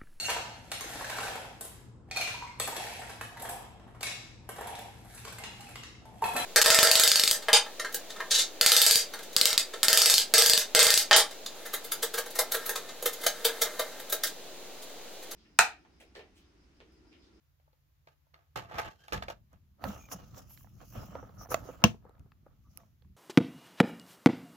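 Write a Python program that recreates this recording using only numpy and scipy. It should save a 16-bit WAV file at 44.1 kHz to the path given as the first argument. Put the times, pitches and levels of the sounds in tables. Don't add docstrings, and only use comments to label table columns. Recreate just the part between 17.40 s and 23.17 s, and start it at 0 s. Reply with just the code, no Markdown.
import sys
import numpy as np
from scipy import signal
from scipy.fft import rfft, irfft
from scipy.io import wavfile
from scipy.ndimage import map_coordinates

SR = 44100
rng = np.random.default_rng(int(sys.argv[2]) if len(sys.argv) > 2 else 0)


def materialize(psi):
    bounded = np.clip(np.atleast_2d(psi).T, -1, 1)
    quanta = np.round(bounded * 32767).astype(np.int16)
    wavfile.write(sys.argv[1], SR, quanta)


def boost(x):
    u = np.asarray(x, float) / 20
    return 10 ** u


N = 254266


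def rms_one(x):
    return x / np.sqrt(np.mean(x ** 2) + 1e-30)


def add(out, s, sound):
    i = round(s * SR)
    out[:, i:i + sound.shape[-1]] += sound[..., :N - i]


def colour(x, spectrum, modes=()):
    hz = np.arange(4097) * SR / 8192 + 1
    at_hz, db = np.transpose(spectrum)
    knots_hz = np.r_[at_hz[0] / 2, at_hz, at_hz[-1] * 1.5]
    db = np.interp(np.log(hz), np.log(knots_hz), np.r_[db[0] - 30, db, db[-1] - 30])
    for mode_hz, width_hz, mode_db in modes:
        db = db + mode_db / (1 + (2 * (hz - mode_hz) / width_hz) ** 2)
    cepstrum = irfft(db * np.log(10) / 20)
    cepstrum[1:4096] *= 2
    cepstrum[4097:] = 0
    impulse = irfft(np.exp(rfft(cepstrum))) * np.ones(np.shape(x)[:-1] + (1,))
    return signal.oaconvolve(x, impulse, axes=-1)[..., :N]


def drift(rate_hz):
    r = np.exp(-2 * np.pi * rate_hz / SR)
    settle = 9000
    return rms_one(signal.lfilter([1], [1, -2 * r, r * r], rng.standard_normal(N + settle))[settle:])


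def grains(per_s, spread_db, clump_db, alike):
    sizes = boost(spread_db * np.minimum(rng.exponential(1, (3, N)), 4)) * rng.choice([-1, 1], (3, N))
    slips = sizes * (rng.random((3, N)) < per_s / SR) * boost(clump_db * drift(59))
    return np.sqrt(alike) * slips[0] + np.sqrt(1 - alike) * slips[1:]


def swells(s, db, rise_s, fall_s):
    swell_db = 30
    round_top = 0.051
    block = 32
    t = np.arange(0, N + block, block) / SR - np.array(s)[:, None]
    away = np.where(t < 0, -t / np.reshape(rise_s, (-1, 1)), t / np.reshape(fall_s, (-1, 1)))
    away = away + 2 * np.maximum(away - 1, 0) * (t < 0)
    rounded = np.hypot(np.minimum(away, 8), round_top) - round_top
    gain = boost(np.array(db)[:, None] - swell_db * rounded).sum(axis=0)
    return np.interp(np.arange(N) / block, np.arange(len(gain)), gain)


def patchy(x, patch_db, patch_s, patch_hz):
    hz, s, frames = signal.stft(x, SR, nperseg=256)
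    places = np.meshgrid(hz / patch_hz, s / patch_s, indexing="ij")
    field = map_coordinates(rng.standard_normal(size=(64, 512)), places, order=1, mode="wrap")
    return signal.istft(frames * boost(patch_db * field), SR, nperseg=256)[1][:, :N]


def ring(hz, t60, contact_s):
    t = np.arange(int(t60 * SR)) / SR
    return np.sin(2 * np.pi * hz * t) * boost(-60 * t / t60) * (1 - np.exp(-t / contact_s)) ** 2


def knocks(rows, overtones, cycles, dull_t60, sharp_t60):
    # f/Hz, level/dB per Hz
    dull_spectrum = [(1300, -4.5), (2100, -1), (3000, -6), (4500, -7)]
    sharp_spectrum = [(4500, -11.5), (6300, 0.5), (8600, -6.5), (11500, -2.5), (15500, -9.5)]
    out, dull, sharp = np.zeros((2, N)), np.zeros((2, N)), np.zeros((2, N))
    t = np.arange(900) / SR
    chance, hiss = rng.uniform(-1.8, 1, size=(60, 2)), rng.standard_normal(size=(60, 2, 900))
    for (s, db, hz, dull_db, sharp_db, *pan_db), loose, noise in zip(rows, chance, hiss):
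        sides = boost(sum(pan_db) * np.array([[.5], [-.5]]))
        add(out, s, sides * boost(db) * ring(hz, cycles / hz, 0.0005))
        for (ratio, over_db), off in zip(overtones, loose):
            over_hz = hz * ratio * (1 + 0.14 * off)
            add(out, s, sides * boost(db + over_db) * ring(over_hz, 0.91 * cycles / hz, .0002))
        add(dull, s, sides * boost(dull_db - 60 * t / dull_t60) * (noise[0] + 0.49 * noise))
        add(sharp, s, sides * boost(sharp_db - 60 * t / sharp_t60) * (noise[0] + 0.27 * noise))
    return out + boost(11) * colour(dull, dull_spectrum) + boost(6.0) * colour(sharp, sharp_spectrum)


def strike(out_s, level_db, modes, swing=-1):
    contact_cycles = 0.33
    port_lag_s = .00009 * np.array([[0], [1]])
    out, t = np.zeros((2, N)), np.clip(np.arange(SR // 4) / SR - port_lag_s, 0, None)
    for hz, db, t60, pan_db in modes:
        sides = boost(level_db + db + pan_db * np.array([[.5], [-.5]]))
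        way = -swing if hz < 150 else swing
        build = 1 - np.exp(-t * hz / contact_cycles)
        add(out, out_s, way * sides * build * np.sin(2 * np.pi * hz * t) * boost(-60 * t / t60))
    return out


def hand():
    # t/s, rub peak level/dB, rise/s, fall/s
    turns = [(2.452, -42.5, 0.066, 0.25), (2.723, -46, 0.036, 0.11), (2.79, -58.5, 0.022, 0.29),
             (2.98, -54.5, 0.089, 0.11), (3.106, -73, 0.067, 1.5), (3.417, -58, 0.064, 0.09),
             (3.563, -47, 0.057, 0.21), (3.762, -51.5, 0.16, 0.27), (4.02, -55, 0.13, 0.19),
             (4.118, -37, 0.022, .07), (4.17, -51, 0.052, .12), (4.286, -53, 0.093, 0.26),
             (4.425, -50.5, 0.027, .1), (4.658, -63.5, 0.053, 0.44), (5.062, -71, 0.019, 0.24),
             (5.405, -65.5, 0.14, .12)]
    # t/s, hiss peak level/dB, rise/s, fall/s, housing rub level/dB re hiss
    slides = [(2.448, -58, 0.048, 0.41, 0.5), (2.727, -42.5, 0.029, 0.038, 1.5),
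              (2.78, -76, 0.062, 0.66, 4), (2.98, -61, 0.051, 0.074, 4), (3.118, -61.5, 0.07, 0.18, -2.5),
              (3.22, -64, 0.093, 0.06, -12.5), (3.52, -66.5, 0.32, 0.68, 1), (3.563, -69.5, 0.072, 0.23, 2),
              (4.025, -60, 0.083, 0.079, -20), (4.118, -49.5, 0.029, 0.086, 2.5),
              (4.286, -68.5, 0.19, 0.29, 2), (5.385, -79, 0.32, 0.26, 2.5)]
    # f/Hz, level/dB per Hz
    joint_spectrum = [(160, -30), (270, -0.5), (377, -11.5), (605, -3), (1030, -11.5), (1290, -4),
                      (1460, -12.5), (2200, -26), (2860, -53.5), (4840, -120)]
    arm_spectrum = [(1900, -5), (2300, -2.5), (2900, 1.5), (3600, -3.5), (4400, -4.5)]
    housing_spectrum = [(4500, -14), (5300, -1), (6100, 0.5), (7200, -3.5), (7900, -17)]
    finger_spectrum = [(4710, -45.5), (8000, -20), (8680, -21), (9920, -10.5), (10700, -5.5), (12800, -2.5),
                       (15200, -1), (16100, -3), (16500, -30.5)]
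    # t/s, ring peak level/dB, f/Hz, dull
    # crack level/dB, sharp crack level/dB
    joint_ticks = [(2.422, -43, 735, -66, -75), (2.44, -23, 775, -35, -41), (2.563, -44, 668, -70, -80),
                   (2.687, -47, 1210, -68, -85), (2.716, -36, 1130, -48, -58), (2.925, -63, 1100, -80, -90),
                   (2.945, -50, 1150, -62, -85), (3.108, -56, 900, -70, -90), (3.175, -62, 1097, -59.5, -78),
                   (3.208, -57, 1130, -71, -85), (3.245, -53, 760, -94, -77), (3.271, -55, 834, -85, -77),
                   (3.404, -49, 1210, -69, -80), (3.414, -46, 707, -74, -85), (3.432, -53, 482, -77, -90),
                   (3.525, -51, 1150, -75, -85), (3.554, -44, 660, -61, -80), (3.633, -43.5, 660, -68, -85),
                   (3.722, -48, 650, -72, -85), (3.753, -27, 548, -50.5, -71),
                   (3.828, -36.5, 500, -80, -73.5), (3.893, -48.5, 450, -66, -80),
                   (3.941, -55, 600, -74, -85), (4.05, -46, 800, -77, -85), (4.058, -39.5, 695, -74, -80),
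                   (4.07, -47, 800, -72, -83), (4.09, -42.5, 484, -72, -70), (4.107, -34, 510, -60, -60),
                   (4.143, -45, 657, -30, -34), (4.255, -43.5, 395.8, -73, -71),
                   (4.289, -31.5, 503, -68, -78), (4.297, -37.5, 514, -73, -85), (4.337, -45, 660, -63, -85),
                   (4.42, -43, 696, -57, -60),
                   (4.544, -44, 425.5, -79.5, -84), (4.625, -60, 700, -85, -90),
                      (4.652, -44.5, 482, -87, -77), (4.694, -47.5, 452, -71, -66.5),
                      (4.795, -61, 644, -64, -59), (4.86, -59.5, 401, -85, -87),
                      (4.919, -46, 1250, -63, -73), (5.065, -44, 567, -93, -76),
                      (5.403, -57, 1198, -85, -90), (5.434, -56, 900, -89, -88),
                      (5.622, -64, 490, -66, -85), (5.647, -63, 1050, -85, -95),
                      (4.752, -59, 900, -73, -90), (4.781, -58, 900, -73, -90)]
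    # t/s, left-right level/dB
    grip_side = [
        (2.44, -8.5),
        (3.2, -22),
        (3.85, 1),
        (4.2, -8.5),
        (4.7, 5),
        (5.1, 2),
        (5.4, -8),
    ]
    # f/Hz, level/dB, t60/s, left-right level/dB
    catch_modes = [(480, -22, 0.014, 1), (660, 0, .022, -4.5), (1180, -7.5, 0.018, -13.5),
                   (1340, -15.5, 0.027, -15.5), (2075, -10.5, 0.0145, -8.5), (2610, -15, 0.017, -10),
                   (3220, -22, 0.018, -3), (4860, -19, .01, 9), (6110, -18.5, .014, 14),
                   (6870, -17, .016, 11), (11400, -22, .003, 9), (14500, -20, .003, 7)]
    release_modes = [(1150, -19, .008, -4), (2680, -10, 0.0043, -7), (5630, -8.5, 0.0044, -9.5),
                     (11500, 2.5, .0018, -15), (14000, -6, .0015, -6)]

    s, db, rise_s, fall_s, housing_db = np.transpose(slides)
    turn = swells(*np.transpose(turns))
    slide = swells(s, db, rise_s, fall_s)
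    housing = swells(s, db + housing_db, rise_s, fall_s)
    gritty = grains(per_s=2300, spread_db=2.5, clump_db=3.0, alike=0.29)
    smooth = grains(per_s=11000, spread_db=2.5, clump_db=2.0, alike=0.29)
    smooth = patchy(smooth, patch_db=3.5, patch_s=.06, patch_hz=600)

    rubs = turn * rms_one(colour(gritty, joint_spectrum)) * boost([[-1.5], [1.5]])
    both = turn * (housing / (turn + 1e-9)) ** .6
    rubs += boost(-5.5) * both * rms_one(colour(smooth, arm_spectrum))
    rubs += housing * rms_one(colour(smooth, housing_spectrum))
    rubs += boost(1.0) * slide * rms_one(colour(smooth, finger_spectrum))

    ticks = [(*row, np.interp(row[0], *np.transpose(grip_side))) for row in joint_ticks]
    ticking = knocks(ticks, [(1.6, -5.5), (2.3, -11.5)], cycles=14.0, dull_t60=0.013, sharp_t60=0.0039)
    snaps = strike(4.1432, -13.5, catch_modes, swing=1) + strike(5.3738, -31, release_modes)
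    return rubs + snaps + ticking


def clack():
    # f/Hz, level/dB, t60/s, left-right level/dB
    stand_modes = [(780, -11, 0.02, -5), (910, -9, 0.025, -6), (1030, -9, 0.028, -7), (1308, -12, .02, -6),
                   (1090, -5, 0.02, -2), (1690, -10, .025, -2), (2301, -13, 0.023, 5), (2756, -4, .025, 8),
                   (3004, -7, 0.025, 3), (5570, -13, 0.0085, 8), (6220, -10.5, 0.026, 9)]
    foot_modes = [(70, -15, 0.088, 1), (109, -9, .13, 1.5), (170, -12, 0.043, 2), (211.8, -3, .09, 2),
                  (322, -10.5, 0.057, -2), (415, -13.5, .04, -2), (485.5, -18, .1, -4), (604, -14, .03, -4),
                  (694, -9, 0.033, -5)]
    # f/Hz, level/dB per Hz
    crack_spectrum = [(300, -9), (1000, 1), (2800, 1), (4300, -5), (6200, 3), (8600, -16), (12500, -11),
                      (15500, -5.5)]
    rattle_spectrum = [(300, -6), (1000, 0), (2800, -1.5), (4300, -4.5), (6200, -1.5), (8600, -15),
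                       (12500, -14), (15500, -12)]
    clack_s, clack_db, foot_lag_s = 4.4397, -9, .0019
    crack, rattle, t = np.zeros((2, N)), np.zeros((2, N)), np.arange(SR // 4) / SR
    noise = rng.standard_normal((2, 2, len(t)))
    add(crack, clack_s, boost(clack_db + 1.5 - 60 * t / .014) * boost([[5], [-5]]) * noise[0])
    add(rattle, clack_s, boost(clack_db - 23.0 - 60 * t / 0.2) * noise[1])
    stand = strike(clack_s, clack_db + 2.0, stand_modes)
    foot = strike(clack_s + foot_lag_s, clack_db + 2.5, foot_modes, swing=1)
    return stand + foot + colour(crack, crack_spectrum) + colour(rattle, rattle_spectrum)


def tray():
    # t/s, crackle peak level/dB, rise/s, fall/s, bright part level/dB re low part
    pushes = [(0.672, -59, .002, 0.086, -7), (0.938, -62, 0.0023, 0.19, -13),
              (1.159, -37.5, 0.0024, 0.11, -8.5), (1.372, -43, 0.14, 0.1, -13.5),
              (1.386, -36.5, 0.0087, 0.13, -6.5), (1.488, -51, 0.26, 0.02, -18),
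              (1.659, -72, 0.41, 0.18, 1.5), (1.714, -56, 0.09, 0.0035, -3.5),
              (1.724, -32, 0.0012, 0.1, -8), (1.825, -37.5, 0.0021, 0.031, -7.5),
              (1.883, -40.5, 0.0016, 0.04, -8.5), (1.907, -54, 0.057, 0.077, -5),
              (2.138, -66, 0.049, 0.068, -10.5)]
    # t/s, ring peak level/dB, f/Hz, dull crack level/dB, sharp crack level/dB
    snaps = [(0.199, -65, 603, -77, -94), (0.278, -59.5, 620, -86, -90), (0.33, -64, 530, -71, -88),
             (0.673, -48, 644, -58, -80), (0.684, -56, 1200, -66, -85), (0.868, -64.5, 615, -87, -79),
             (0.942, -49, 1190, -52, -69), (0.99, -60, 700, -70, -88), (1.16, -40.5, 452, -49, -53),
             (1.175, -45, 450, -39.5, -42.5), (1.196, -40, 900, -46, -51), (1.235, -52, 690, -63, -75),
             (1.247, -49, 651, -58, -72), (1.256, -50, 700, -56, -70), (1.295, -50, 864, -60, -74),
             (1.312, -39, 710, -56, -72), (1.33, -44, 600, -50, -64), (1.343, -40, 802, -48, -62),
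             (1.355, -39.5, 696, -44, -57), (1.389, -23.5, 860, -37.5, -47),
             (1.401, -25.5, 900, -62, -40.5), (1.417, -36, 1100, -46, -47), (1.433, -38, 1100, -42, -56),
             (1.476, -36.5, 790, -47, -62), (1.511, -49, 1600, -70, -85), (1.682, -39, 837, -47, -48),
             (1.723, -31, 480, -32, -52), (1.732, -35, 387, -31.5, -33), (1.762, -38, 900, -49, -56),
             (1.776, -36, 800, -43, -54), (1.823, -30, 724, -35, -73), (1.883, -31, 572, -38.5, -67),
             (1.901, -30, 623, -42.5, -45), (2.13, -53, 632, -83, -59.5)]
    # f/Hz, level/dB per Hz
    low_spectrum = [(190, -33), (330, -9), (431, -10), (844, -7), (978, -12), (1230, 0.5), (1400, -4),
                    (3500, -25), (4550, -36.5), (7700, -120)]
    high_spectrum = [(1470, 5), (2500, -37), (2660, -3), (3240, -13.5), (4110, -7.5), (7370, -13.5),
                     (8700, -24), (14800, -18.5), (15900, -65), (16500, -36)]
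    # f/Hz, width/Hz, level/dB
    sheet_modes = [(450, 30, 5), (690, 62, 7), (870, 55, 7.5), (1374, 490, -2), (2760, 290, -3.5)]
    s, db, rise_s, fall_s, bright_db = np.transpose(pushes)
    pops = grains(per_s=3000, spread_db=3.0, clump_db=3.0, alike=0.26)
    low = rms_one(colour(pops, low_spectrum, sheet_modes)) * swells(s, db, rise_s, fall_s)
    high = rms_one(colour(pops, high_spectrum)) * swells(s, db + bright_db, rise_s, fall_s * 0.99)
    snapping = knocks(snaps, [(1.5, -1.5), (2.3, -6.5)], cycles=19.8, dull_t60=0.027, sharp_t60=0.0069)
    sheet = boost(1.5) * (low + high) + snapping
    return np.array([np.roll(sheet[0], 14) * boost(-2.5), sheet[1]])


def squeaks():
    # start/s, end/s, f/Hz, spread/Hz, level/dB
    slips = [(2.46, 2.6, 2850, 150, -62), (1.45, 1.485, 2900, 200, -55), (3.545, 3.61, 2800, 300, -60),
             (4.24, 4.32, 6300, 250, -66), (3.7, 3.86, 5800, 190, -70.5), (4.09, 4.14, 6100, 500, -50),
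             (5.29, 5.34, 5800, 700, -76), (2.496, 2.6, 9500, 60, -75), (2.71, 2.751, 10260, 213, -51.5),
             (3.085, 3.165, 12300, 600, -56), (3.587, 3.674, 5140, 91, -65), (3.975, 4.062, 5830, 410, -55),
             (4.1, 4.137, 10100, 200, -48), (4.098, 4.14, 12000, 180, -49.5),
             (4.103, 4.135, 13800, 500, -43), (4.261, 4.321, 2930, 110, -68)]
    out = np.zeros((2, N))
    for start_s, end_s, hz, spread_hz, db in slips:
        t = np.arange(round((end_s - start_s) * SR)) / SR
        slow = signal.butter(2, spread_hz, fs=SR, output="sos")
        flutter = rms_one(signal.sosfilt(slow, rng.standard_normal((2, len(t) + 2000)))[:, 2000:])
        shape = boost(db + 3) * np.sqrt(np.hanning(len(t)))
        add(out, start_s, shape * flutter * np.sin(2 * np.pi * hz * t))
    return out


def whistles():
    # start/s, end/s, first f/Hz, last f/Hz, level/dB
    glides = [(1.564, 1.69, 3130, 3080, -75), (1.59, 1.685, 1570, 1610, -72),
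              (2.57, 2.685, 6620, 6400, -69), (2.585, 2.7, 2460, 2340, -68), (2.75, 2.86, 2950, 2850, -74),
              (4.103, 4.14, 1220, 1180, -47), (4.105, 4.138, 530, 500, -44),
              (3.99, 4.04, 1250, 1200, -59.5), (5.35, 5.43, 1260, 1100, -76), (5.39, 5.45, 690, 660, -69),
              (5.235, 5.3, 1100, 1280, -79)]
    waver_share, swell_db = .02, 4.5
    out, waver, swell = np.zeros((2, N)), drift(90), drift(160)
    for start_s, end_s, first_hz, last_hz, db in glides:
        now = slice(round(start_s * SR), round(end_s * SR))
        hz = np.linspace(first_hz, last_hz, len(waver[now])) * (1 + waver_share * waver[now])
        shape = np.sqrt(np.hanning(len(hz))) * boost(db + 3 + swell_db * swell[now])
        out[:, now] += shape * np.sin(2 * np.pi * np.cumsum(hz) / SR)
    return out


def bumps():
    # t/s, peak level/dB, f/Hz
    rocks = [
        (1.803, -53, 75.7),
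        (2.473, -30.5, 201),
        (2.488, -29.5, 202),
        (2.745, -36, 183),
        (3.559, -36.5, 222),
        (3.687, -38, 170),
        (4.785, -42, 72.5),
        (5.271, -48, 60.2),
        (5.648, -44.5, 75.2),
    ]
    out = np.zeros((2, N))
    for s, db, hz in rocks:
        add(out, s, boost(db + 3.0) * ring(hz, 0.057 + 3.2 / hz, 0.0031))
    return out


def rumble():
    # t/s, peak level/dB, fall/s
    jolts = [(1.165, -43, 0.18), (1.341, -43.5, 0.17), (1.471, -41.5, 0.041), (1.73, -42, 0.31),
             (2.13, -56, 0.19), (2.438, -41, 0.23), (2.74, -53, 0.48), (3.56, -48.5, 0.53),
             (4.1, -51, 0.47), (4.443, -36.5, .1), (4.79, -55.5, .13), (5.66, -64.5, .25)]
    # t/s, level/dB
    tremor = [
        (1.1, -88),
        (1.3, -72),
        (2.3, -69),
        (2.75, -57.5),
        (3.5, -53),
        (4.3, -56.5),
        (4.7, -61.5),
        (5.43, -61.5),
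        (5.6, -66),
    ]
    # f/Hz, level/dB per Hz
    thud_spectrum = [(12, -41), (20, -4), (34, 5), (54, 8), (123, 6), (166, -2), (198, 1), (239, -8),
                     (336, -16.5), (366, -19.5), (400, -18.5), (520, -39.5), (880, -120)]
    # f/Hz, level/dB per Hz
    hum_spectrum = [(15, -50.5), (25, -20), (75, -0.5), (113, -14.5), (146, -6), (167, -30), (260, -36),
                    (340, -59), (570, -120)]
    s, db, fall_s = np.transpose(jolts)
    tremor_db = np.interp(np.arange(N) / SR, *np.transpose(tremor))
    shaking = rms_one(colour(grains(per_s=1200, spread_db=1.5, clump_db=2.5, alike=0.75), thud_spectrum))
    hum = rms_one(colour(grains(per_s=2000, spread_db=0.5, clump_db=1.5, alike=0.8), hum_spectrum))
    rise_s = 0.022
    return (boost(tremor_db) + swells(s, db, rise_s, fall_s)) * shaking + boost(-69) * hum


def room(x):
    # f/Hz, t60/s
    decay = [(150, 0.22), (600, 0.13), (2500, 0.12), (7000, 0.031), (14000, 0.014)]
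    t = np.arange(int(.3 * SR)) / SR
    tail = 0
    for hz, t60 in decay:
        band = signal.butter(1, [hz / 2, min(hz * 2, .45 * SR)], "band", fs=SR, output="sos")
        noise = rms_one(signal.sosfilt(band, rng.standard_normal((2, len(t)))))
        tail = tail + noise * np.sqrt(hz) * boost(-60 * t / t60)
    tail = tail * (t > .004) / np.sqrt(np.sum(tail ** 2) / 2)
    return signal.oaconvolve(x, tail, axes=-1)[:, :N]


def amplifier_hiss():
    # f/Hz, level/dB per Hz
    hiss_spectrum = [(170, -28.5), (280, -3), (394, -11), (539, -8), (737, -11), (1060, -9.5), (3710, -15),
                     (7170, -18), (8100, -26.5), (12100, -16.5), (15100, -12.5), (16500, -29)]
    return boost(-80.5) * rms_one(colour(rng.standard_normal((2, N)), hiss_spectrum))


def scene():
    grip, stop, sheet = hand(), clack(), tray()
    wet = room(boost(-15.5) * grip + boost(-12.0) * stop + boost(-8.5) * sheet)
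    contacts = squeaks() + whistles() + bumps()
    return grip + stop + sheet + wet + contacts + rumble() + amplifier_hiss()


def top_cut(x):
    return signal.sosfilt(signal.butter(12, 16850, fs=SR, output="sos"), x)


def record(dry):
    notch_hz, notch_width_hz, notch_depth = 8510, 700, 0.52
    thin = signal.sosfilt(signal.butter(2, 45, "high", fs=SR, output="sos"), dry)
    notch = signal.lfilter(*signal.iirpeak(notch_hz, notch_hz / notch_width_hz, fs=SR), thin)
    rounded = np.tanh(thin - notch_depth * notch)
    cut = signal.sosfilt(signal.cheby2(10, 40, 16000 * 1.04, fs=SR, output="sos"), rounded)
    return top_cut(cut)


dry = scene()
out = record(dry)
materialize(out)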